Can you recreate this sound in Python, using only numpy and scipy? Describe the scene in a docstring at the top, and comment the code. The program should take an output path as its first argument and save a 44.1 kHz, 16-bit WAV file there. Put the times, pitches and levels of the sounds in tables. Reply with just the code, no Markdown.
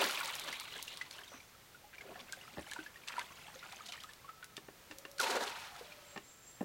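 """Small fish are scooped out of a net in a pond, close to one microphone outdoors.
First, water dumped from a plastic scoop splashes and fizzes away as countless bubbles ring.
A small bird whistles once; the scoop stirs, drips and takes light knocks, and one bubble's ring lingers.
Then a larger bird calls far off and a second, deeper scoopful falls.
A faint far tone, three thin whistles and a few last knocks end the scene."""
import sys
import numpy as np
from scipy import signal
from scipy.fft import rfft, irfft, next_fast_len
from scipy.io import wavfile
from scipy.ndimage import map_coordinates

SR = 44100
rng = np.random.default_rng(int(sys.argv[2]) if len(sys.argv) > 2 else 0)


def file_out(sig):
    """Save sig as 16-bit WAV at sys.argv[1]."""
    # one column per channel
    cols = np.atleast_2d(sig).T
    # limit, then scale
    lim = np.clip(cols, -1, 1)
    pcm = np.round(lim * 32767).astype(np.int16)
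    wavfile.write(sys.argv[1], SR, pcm)


N = 293176
TOP_HZ = 15950  # the highest pitch the microphone keeps


def water():
    """Two scoopfuls fall into the pond and thin to a fizz; between them the scoop stirs."""
    # scoopfuls: start_s, length_s, gulps_db, bubbles_db, fizz_db, spray_db, afterflow_db, fade_db_per_s
    first, second = [(-.17, 1.56, -38, -36.5, -36.5, -38, 8.5, 15.5),
                     (5.199, .95, -39, -40, -41.5, -40.5, -10, 5.5)]
    # tone colours of the first pour, the stirring and the second pour: pitch_hz, level_db
    bright_colour = [(71, -45), (120, -27), (321, -12.5), (348, -18), (393, -13), (493, -9.5), (630, -4.5),
                     (698, -6.5), (949, 0), (1140, -1), (3380, -4.5), (6240, -9.5), (14700, -18),
                     (16000, -10)]
    stir_colour = [(150, -4), (450, -9), (800, 2), (1600, 3.5), (3200, 2), (5500, -4.5), (8500, -7.5),
                   (15000, -20)]
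    deep_colour = [(71, -69), (120, -56), (217, -19.5), (393, -11), (436, -5.5), (670, -8), (856, -3.5),
                   (1070, -7.5), (1340, -4.5), (2340, -9.5), (4140, -12), (4780, -19.5), (14700, -36),
                   (16000, -36)]
    out = np.zeros(N)
    add(out, first[0], flow(pour_levels(first), bright_colour, density=1.5, thinning=1.8,
                            spray_cycles=11, spray_scatter_db=6.5, foam=0.94, clump_db=1.87))
    add(out, 0, flow(stroke_levels(), stir_colour, density=.4, thinning=1,
                     spray_cycles=88, spray_scatter_db=5.5, foam=1.0, clump_db=2))
    add(out, second[0], flow(pour_levels(second), deep_colour, density=3.5, thinning=1.4,
                             spray_cycles=5.5, spray_scatter_db=3.5, foam=0.9, clump_db=2))
    return out


def flow(levels_db, colour, density, thinning, spray_cycles, spray_scatter_db, foam, clump_db):
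    """Four sizes of bubbles arrive in clumps over a hiss of foam; each size has its own level curve."""
    # ranges of gulps, bubbles, fizz and spray: low_hz, high_hz
    bands = [(150, 650), (650, 1900), (1900, 4500), (4500, 16000)]
    count = len(levels_db[0])
    gulps = cloud(count, 154, 770, 330 * density, cycles=14, scatter_db=1.5, thinning=thinning)
    bubbles = cloud(count, 646, 2240, 700 * density, cycles=27.7, scatter_db=3, thinning=thinning)
    fizz = cloud(count, 1930, 4870, 1000 * density, cycles=36, scatter_db=3.5, thinning=thinning)
    spray = cloud(count, 4330, 16900, 800 * density, spray_cycles, spray_scatter_db, thinning)
    clumps, out = wobble(54.99, count), np.zeros(count)
    for grains, band, db in zip((gulps, bubbles, fizz, spray), bands, levels_db):
        texture = colour_band(grains + foam * rng.standard_normal(count), band, colour)
        out += amp(db) * unit(texture * amp(clump_db * (clumps + wobble(90, count))))
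    return out


def pour_levels(pour):
    """Levels in dB: each bubble size plunges in, then flows on more weakly until the scoop is empty."""
    # gulps to spray, larger ones build up longer: build_s, rise_db, fall_db_per_s, afterflow_db
    sizes = [(0.19, 6, 158, -24), (0.12, 2, 42, -16.5), (0.02, 2.5, 32, -12), (0.0056, -5, 39, -16)]
    drained_db_per_s = 78  # how fast the last water breaks off
    _, length, *peaks_db, after_db, fade = pour
    t, levels = clock(int((length + .2) * SR)), []
    for peak_db, (build, rise_db, fall, size_db) in zip(peaks_db, sizes):
        plunge = np.where(t < build, -rise_db * (1 - t / build), -fall * (t - build))
        afterflow = size_db + after_db - fade * t - drained_db_per_s * np.maximum(t - length, 0)
        levels.append(peak_db + 20 * np.log10(np.hypot(amp(plunge), amp(afterflow))))
    return levels


def stroke_levels():
    """Levels in dB: each stroke of the scoop swells and ebbs; deep ones trap larger bubbles."""
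    # pushes through the water: middle_s, length_s, level_db, depth_db
    strokes = [(0.495, 0.057, -55.5, 4.9), (0.764, 0.032, -60, 4.5), (1.193, 0.069, -60.5, .4),
               (1.341, 0.036, -58, 4.5), (2.138, .24, -62, 6.5), (2.523, 0.44, -61, .5),
               (2.77, 0.23, -60.5, -0.2), (3.143, 0.21, -59, 0.5), (3.57, 0.8, -60.5, -0.6),
               (3.93, 0.33, -67, -3)]
    # bubble sizes from gulps to spray: level_db, share_of_depth
    sizes = [(-8, 1.62), (-0.85, 0.28), (1.1, -.5), (-5, -1.8)]
    edge_db = 5  # a stroke is this much weaker at its ends
    t = clock(int((strokes[-1][0] + 2 * strokes[-1][1]) * SR))
    power = np.zeros((len(sizes), len(t)))
    for middle, length, db, depth_db in strokes:
        swell_db = db - edge_db * (2 * (t - middle) / length) ** 2
        power += [amp(swell_db + size_db + share * depth_db) ** 2 for size_db, share in sizes]
    return 10 * np.log10(power + 1e-20)


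def slaps():
    """A drop hits the surface with a sharp tick inside a brief swell of fine spray."""
    # drops landing: time_s, level_db, pitch_hz
    drops = [(.042, -20.5, 3160), (0.0973, -39, 3600), (.11, -25.5, 4500), (0.258, -26, 3580),
             (0.354, -28, 5960), (.397, -27, 5063), (.527, -32, 3030), (0.599, -30.5, 4560),
             (0.8272, -28, 6550), (0.8808, -37, 3200), (.973, -33.5, 3640), (1.111, -34, 4040),
             (2.3246, -28, 4250), (2.7139, -30.5, 3800), (2.735, -30, 3220), (3.085, -29, 3560),
             (3.194, -30.5, 3370), (3.724, -35, 3370), (3.863, -40, 4300), (3.9225, -30.5, 2980),
             (4.037, -35.5, 3400), (4.135, -41.5, 3900), (4.444, -37, 5100), (4.568, -31, 3220),
             (4.9854, -35, 6500), (5.115, -39.5, 5760), (5.184, -33, 4200), (5.214, -23, 5000),
             (5.764, -38.5, 2970)]
    out, t = np.zeros(N), clock(SR // 16) - .006
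    for time, db, hz in drops:
        tick = bubble(np.maximum(t, 0), hz, 6 / hz, rise=0.24, swell=0.63)
        spray = band_noise(len(t), hz * .5, hz * 2.37)
        mist = amp(-22 - 60 * np.maximum(t / 0.087, -t / 0.009))
        burst = amp(-10.5 - 60 * np.maximum(t / 0.0098, -t / 0.0032))
        add(out, time + t[0], amp(db - 1) * (amp(-1) * unit_peak(tick) + spray * (mist + burst)))
    return out


def drips(moving_water):
    """Each drip traps one bubble; large ones in calm water ring longest and splatter least."""
    # the loudest single bubbles: start_s, level_db, pitch_hz
    loud_bubbles = [(.074, -34, 3230), (0.174, -32.5, 2460), (.21, -34.5, 1430), (.481, -39.5, 1660),
                    (.528, -35, 2040), (.723, -41, 2900), (.759, -43, 1630), (0.761, -51, 445),
                    (0.788, -42, 2920), (0.879, -37.5, 2750), (1.0125, -32, 1964), (1.188, -44, 1616),
                    (1.235, -46, 3120), (1.278, -46.5, 3700), (1.402, -49, 2320), (1.746, -51, 1430),
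                    (1.841, -52, 816), (1.935, -54, 1570), (1.9819, -43, 2310), (2.0094, -41.5, 2110),
                    (2.2, -45.5, 3470), (2.33, -37, 1565), (2.412, -45.5, 2830), (2.718, -38.5, 1670),
                    (2.761, -40, 1460), (2.763, -41, 929), (2.789, -37, 1495), (2.788, -43, 316),
                    (2.862, -40.5, 1676), (2.958, -45, 1830), (3.082, -43, 2650), (3.122, -43, 2390),
                    (3.166, -39, 1344), (3.1804, -30, 952), (3.1937, -36.5, 2050), (3.212, -41, 1554),
                    (3.481, -48.5, 860), (3.555, -48.5, 521), (3.628, -43.5, 1376), (3.729, -50, 780),
                    (3.806, -43.5, 1230), (3.888, -42.5, 3710), (3.89, -48.5, 716), (3.896, -45, 2980),
                    (3.923, -43.5, 2410), (3.934, -41.5, 3000), (3.976, -47.5, 1840), (4.002, -43.5, 3120),
                    (4.041, -43.5, 1250), (4.091, -46, 1710), (4.244, -50, 1100), (4.29, -39, 1280),
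                    (4.427, -43.5, 1462), (4.569, -44, 3520), (4.902, -51, 298), (5.367, -35, 450),
                    (5.754, -48.5, 1290), (5.81, -44, 472), (5.921, -44.5, 2410)]
    # churned water cuts the ring short: water_level_db, ring_time_factor
    damping = [(-72, 1.7), (-58, 1)]
    out, t = np.zeros(N), clock(SR // 8)
    for start, db, hz in loud_bubbles + stray_drips():
        water_now = moving_water[round(start * SR):][:SR // 30]
        water_db = 10 * np.log10(np.mean(water_now ** 2) + 1e-20)
        ring_s = 0.042 * (1000 / hz) ** 0.5 * np.interp(water_db, *np.transpose(damping))
        ring = bubble(t, hz, ring_s, rise=0.091, swell=1.4)
        splatter = band_noise(len(t), hz * .5, hz * 2.4)
        splatter *= amp(-6 - 60 * t / 0.057) * (1 - np.exp(-t / 0.0019))
        add(out, start, amp(db) * (unit_peak(ring) + splatter / (1 + ring_s / 0.1)))
    return out


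def stray_drips(first_s=1.3, last_s=4.3, per_s=4):
    """Faint drips fall off the net and hands at random: start_s, level_db, pitch_hz."""
    span = last_s - first_s
    draws = rng.uniform(-0.92, 1, (int(per_s * span), 3))
    return [(first_s + span * abs(when), -55 + 10 * size, 1910 * 2 ** (0.69 * pitch))
            for when, size, pitch in draws]


def sloshes(count=36):
    """A short rush of small bubbles drifts in pitch as the sheet of water thickens or thins."""
    # spills off the rim: start_s, length_s, level_db, first_hz, last_hz
    spills = [(0.165, 0.055, -45, 3480, 1860), (1.313, .046, -55, 800, 1300),
              (1.929, 0.028, -51.5, 1700, 2760), (2.035, .045, -52.5, 595, 514),
              (2.083, 0.04, -49.5, 456, 640), (2.163, .052, -55, 550, 1500),
              (2.191, 0.023, -50, 3140, 3560), (3.074, 0.034, -43, 5270, 1020),
              (3.121, 0.02, -43.5, 2960, 1300), (3.19, 0.03, -44, 1360, 2430),
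              (3.625, 0.034, -49.5, 2000, 1100), (3.716, 0.021, -49, 3260, 990),
              (3.858, 0.019, -47.5, 5800, 4730), (3.883, 0.011, -48.5, 4300, 3300),
              (3.92, 0.039, -47.5, 3740, 1720), (4.426, 0.02, -51.5, 2400, 1524),
              (5.18, .02, -47, 2600, 4500)]
    out, t = np.zeros(N), clock(SR // 14)
    for start, length, db, first_hz, last_hz in spills:
        when, size = rng.random((2, count, 1))
        hz = first_hz * (last_hz / first_hz) ** when * np.exp(0.324 * rng.standard_normal(when.shape))
        rings = bubble(np.maximum(t - when * length, 0), hz, 15 / hz, rise=0.69, swell=1.1)
        rush = np.sum(amp(-9 * size) * rings, axis=0)
        strength = np.sqrt(np.sum(rush ** 2) / (length * SR))
        add(out, start, amp(db - 4.5) * rush / strength)
    return out


def knocks():
    """The wet plastic scoop rings briefly when knocked; some knocks are dull, others bright."""
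    # knocks on the scoop: start_s, peak_db, brightness_hz
    hits = [(2.57, -35.5, 800), (2.581, -37.5, 1040), (2.591, -31.5, 1315), (4.577, -37, 1860),
            (4.684, -39.5, 1250), (4.911, -36.5, 4100), (4.921, -42, 2960), (5.051, -35, 2920),
            (6.161, -34, 1520), (6.175, -34, 3120), (6.607, -32, 760), (6.612, -29.5, 730),
            (6.626, -35.5, 497)]
    # notes of the scoop and the hand holding it: pitch_hz, level_db, ring_s
    notes = [(211, -6.5, 0.054), (314, 4, 0.035), (430, 5.5, 0.022), (593, 0, 0.044), (792, 3, 0.028),
             (1080, -5.5, 0.093), (1800, 10, 0.032), (2050, 7, 0.0098), (2762, 13.5, 0.017)]
    out, t = np.zeros(N), clock(SR // 8)
    for start, db, bright_hz in hits:
        ring = np.zeros(len(t))
        for hz, note_db, ring_s in notes:
            fade = amp(note_db + rng.normal(0, 0.93) - 60 * t / ring_s)
            ring += fade * np.sin(2 * np.pi * (hz * t + rng.random()))
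        crack = rng.standard_normal(len(t)) * amp(18 - 60 * t / 0.028)
        blow = (ring + crack) * (1 - np.exp(-t / 0.001))
        blow = signal.lfilter(*signal.butter(2, 190, "high", fs=SR), blow)
        dulled = signal.lfilter(*signal.butter(2, bright_hz, fs=SR), blow)
        add(out, start, amp(db) * unit_peak(dulled + amp(-32) * blow))
    return out


def thuds():
    """A heavy contact gives a soft thud; an air pocket growing under water sinks in pitch."""
    # thuds and air pockets under the scoop: start_s, peak_db, pitch_hz, ring_s, glide_share
    pushes = [(2.578, -46.5, 160, 0.08, 0.043), (2.584, -51, 75, .12, -0.23),
              (5.194, -29, 1596, 0.06, -0.72), (6.162, -45, 201, 0.046, 0.17),
              (6.608, -34, 220, 0.062, -0.4)]
    out, t = np.zeros(N), clock(SR // 4)
    for start, db, hz, ring_s, glide in pushes:
        thud = bubble(t, hz, ring_s, rise=glide, swell=hz * 0.0034)
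        add(out, start, amp(db) * unit_peak(thud))
    return out


def last_stream():
    """The last stream from the scoop sounds a hollow, mostly sinking note."""
    # the note's path: time_s, pitch_hz, level_db
    path = [(5.22, 963, -48), (5.28, 898, -45), (5.45, 945, -51), (5.56, 963, -57.5), (5.68, 803, -63),
            (5.78, 746, -58.5), (5.92, 642, -73)]
    return gliding_tone(path, blur_hz=130.7)


def spurts(count=4, first_s=0.428, every_s=0.164, level_db=-53.5, fall_db_per_s=168):
    """Shaking the scoop sends fine jets through its holes, each spurt a hiss of tiny bubbles."""
    jets = cloud(int(1.3 * SR), 3240, 4110, 2500, cycles=53, scatter_db=3)
    out, t = np.zeros(N), clock(len(jets)) - first_s
    shakes = sum(amp(level_db - fall_db_per_s * np.abs(t - k * every_s)) for k in range(count))
    add(out, 0, jets * shakes)
    return out


def small_bird():
    """Each whistle slides up to its pitch, wavers over a faint hiss and lingers in the trees."""
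    # thin whistles: start_s, length_s, pitch_hz, level_db, waver_share
    whistles = [(1.283, 0.1, 6050, -61.5, 0.0355), (6.038, 0.11, 7593, -61, 0.0039),
                (6.236, 0.12, 7490, -59.5, 0.01), (6.423, 0.1, 7460, -58, 0.0073)]
    out, t = np.zeros(N), clock(SR // 4)
    for start, length, hz, db, waver in whistles:
        pitch = hz * (1 - 0.048 * np.exp(-t / 0.0082) + waver * wobble(352, len(t)))
        note = np.sin(2 * np.pi * np.cumsum(pitch) / SR) * amp(2.9 * wobble(66.6, len(t)))
        hiss = band_noise(len(t), hz * 0.81, hz)
        shape = np.interp(t / length, [0, .6, .95, 1.1, 1.6], [0.53, 0.85, 0.66, 0.011, 0.14])
        add(out, start, amp(db) * (note + amp(-8.5) * hiss) * shape)
    trees = rng.standard_normal(len(t)) * amp(-60 * t / 0.49)
    return 0.99 * out + 0.95 * signal.fftconvolve(out, trees / np.linalg.norm(trees))[:N]


def far_bird():
    """A larger bird gives one long call that swells twice."""
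    # the call's path: time_s, pitch_hz, level_db
    path = [(4.88, 524, -78), (4.98, 550, -61), (5.17, 565, -58), (5.8, 604, -73), (5.9, 604, -59),
            (6.0, 588, -60.5), (6.13, 578, -60.5), (6.25, 570, -83)]
    return amp(-3) * gliding_tone(path, blur_hz=46.1)


def faint_tone():
    """A bubble's ring lingers and fades; later a faint, thin tone sounds far off."""
    # the path of the ring and the tone: time_s, pitch_hz, level_db
    path = [(4.28, 1320, -57), (4.34, 1310, -60.5), (4.75, 1264, -82), (5.7, 1286, -72),
            (5.95, 1273, -70.5), (6.55, 1343, -76.5)]
    return gliding_tone(path, blur_hz=35.75)


def bank_echo(sound):
    """The pond's banks return a short echo in which low notes last longest."""
    # time the echo takes to fall 60 dB: pitch_hz, fade_s
    fade_times = [(200, 0.24), (1500, 0.14), (10000, 0.14)]
    hz, t, spectrum = signal.stft(rng.standard_normal(SR // 3), SR, nperseg=256)
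    fade = amp(-60 * t / along(fade_times, hz)[:, None])
    tail = signal.istft(spectrum * fade, SR, nperseg=256)[1]
    tail *= 1 - np.exp(-clock(len(tail)) / 0.0033)
    return signal.fftconvolve(sound, tail / np.linalg.norm(tail))[:N]


def air():
    """The open air hisses and rumbles quietly."""
    # the air's tone colour: pitch_hz, level_db
    colour = [(15, -18), (25, -14), (50, -10), (80, -10), (134, -8), (250, -14.5), (500, -12.5),
              (1130, -16), (1330, -15), (2200, -16.5), (6900, -22), (10000, -26), (16000, -24)]
    hiss = unit(filtered(rng.standard_normal(N), lambda hz: amp(along(colour, hz))))
    return hiss * amp(-60 + 0.63 * wobble(3.63))


def bubble(t, hz, ring_s, rise, swell):
    """Trapped air rings: it swells quickly, then glides in pitch as it fades 60 dB in ring_s."""
    age = np.minimum(t / ring_s, 1)
    wave = np.sin(2 * np.pi * hz * t * (1 + rise * age / 2))
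    return wave * amp(-60 * t / ring_s) * (1 - np.exp(-t * hz / swell))


def cloud(count, low_hz, high_hz, per_s, cycles, scatter_db, thinning=1):
    """Many random bubbles ring together; thinning over 1 makes late ones fewer and louder."""
    draws = rng.random((int(per_s * count / SR), 4))
    order, pitch, life, size = np.hsplit(draws, 4)
    when = order ** thinning
    hz = low_hz * (high_hz / low_hz) ** pitch
    ring_s = cycles / hz * 2 ** (2 * life - 1)
    size_db = scatter_db * np.minimum(-np.log(1 - size), 3)
    gain = amp(size_db) * hz / low_hz * np.sqrt(when / order)
    t = clock(int(np.clip(SR * cycles / low_hz * .7, 16, 1.2e6 / len(draws))))
    rings = gain * bubble(t, hz, ring_s, rise=0.14, swell=0.21)
    places = (when * count).astype(int) + np.arange(len(t))
    return unit(np.bincount(places.ravel(), rings.ravel(), count)[:count])


def gliding_tone(path, blur_hz):
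    """A narrow band of noise glides along a path of pitch and level."""
    times, hz, db = np.transpose(path)
    out, t = np.zeros(N), times[0] + clock(int((times[-1] - times[0]) * SR))
    phase = 2 * np.pi * np.cumsum(np.interp(t, times, hz)) / SR
    note = wobble(blur_hz, len(t)) * np.sin(phase) + wobble(blur_hz, len(t)) * np.cos(phase)
    add(out, times[0], amp(np.interp(t, times, db)) * note)
    return out


def colour_band(sound, band, colour):
    """Give a sound the water's tone colour within one range of pitch."""
    low, high = band
    def response(hz):
        edges = (1 + (low / (hz + 1)) ** 10) * (1 + (hz / high) ** 10)
        return amp(along(colour, hz)) / np.sqrt(edges)
    return unit(filtered(sound, response))


def band_noise(count, low_hz, high_hz):
    """A hiss between two pitches."""
    band = signal.butter(2, [low_hz, high_hz], "band", fs=SR)
    return unit(signal.lfilter(*band, rng.standard_normal(count)))


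def filtered(x, response):
    """Scale each frequency in x by response(hz)."""
    size = next_fast_len(len(x) + 8192)
    return irfft(rfft(x, size) * response(np.fft.rfftfreq(size, 1 / SR)), size)[:len(x)]


def wobble(per_s, count=N):
    """A smooth curve through per_s random points a second."""
    return map_coordinates(rng.standard_normal(int(count * per_s / SR) + 4), [clock(count) * per_s])


def along(points, hz):
    """Read between (pitch_hz, value) points, with octaves evenly spaced."""
    pitches, values = np.transpose(points)
    return np.interp(np.log(hz + 1), np.log(pitches + 1), values)


def add(track, start_s, sound):
    """Mix a sound in; what comes before time zero is dropped."""
    start = round(start_s * SR)
    sound = sound[max(-start, 0):]
    part = track[max(start, 0):][:len(sound)]
    part += sound[:len(part)]


def amp(db):
    """Decibels to gain."""
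    return 10 ** (np.asarray(db) / 20)


def unit(x):
    """Scale to an average level (rms) of 1."""
    return x / np.sqrt(np.mean(x ** 2) + 1e-20)


def unit_peak(x):
    """Scale to a peak of 1."""
    return x / np.abs(x).max()


def clock(count=N):
    """Sample times in seconds."""
    return np.arange(count) / SR


def scene():
    """Everything reaches one microphone, the same on both channels."""
    moving_water = water()
    near = moving_water + spurts() + last_stream() + sloshes()
    near += drips(moving_water) + slaps() + knocks() + thuds()
    background = small_bird() + far_bird() + faint_tone()
    mono = near + amp(-12) * bank_echo(near) + background + air()
    return np.array([mono, mono])


def record(dry):
    """The microphone keeps nothing above TOP_HZ."""
    return np.array([filtered(x, lambda hz: hz < TOP_HZ) for x in dry])


dry = scene()
out = record(dry)
file_out(out)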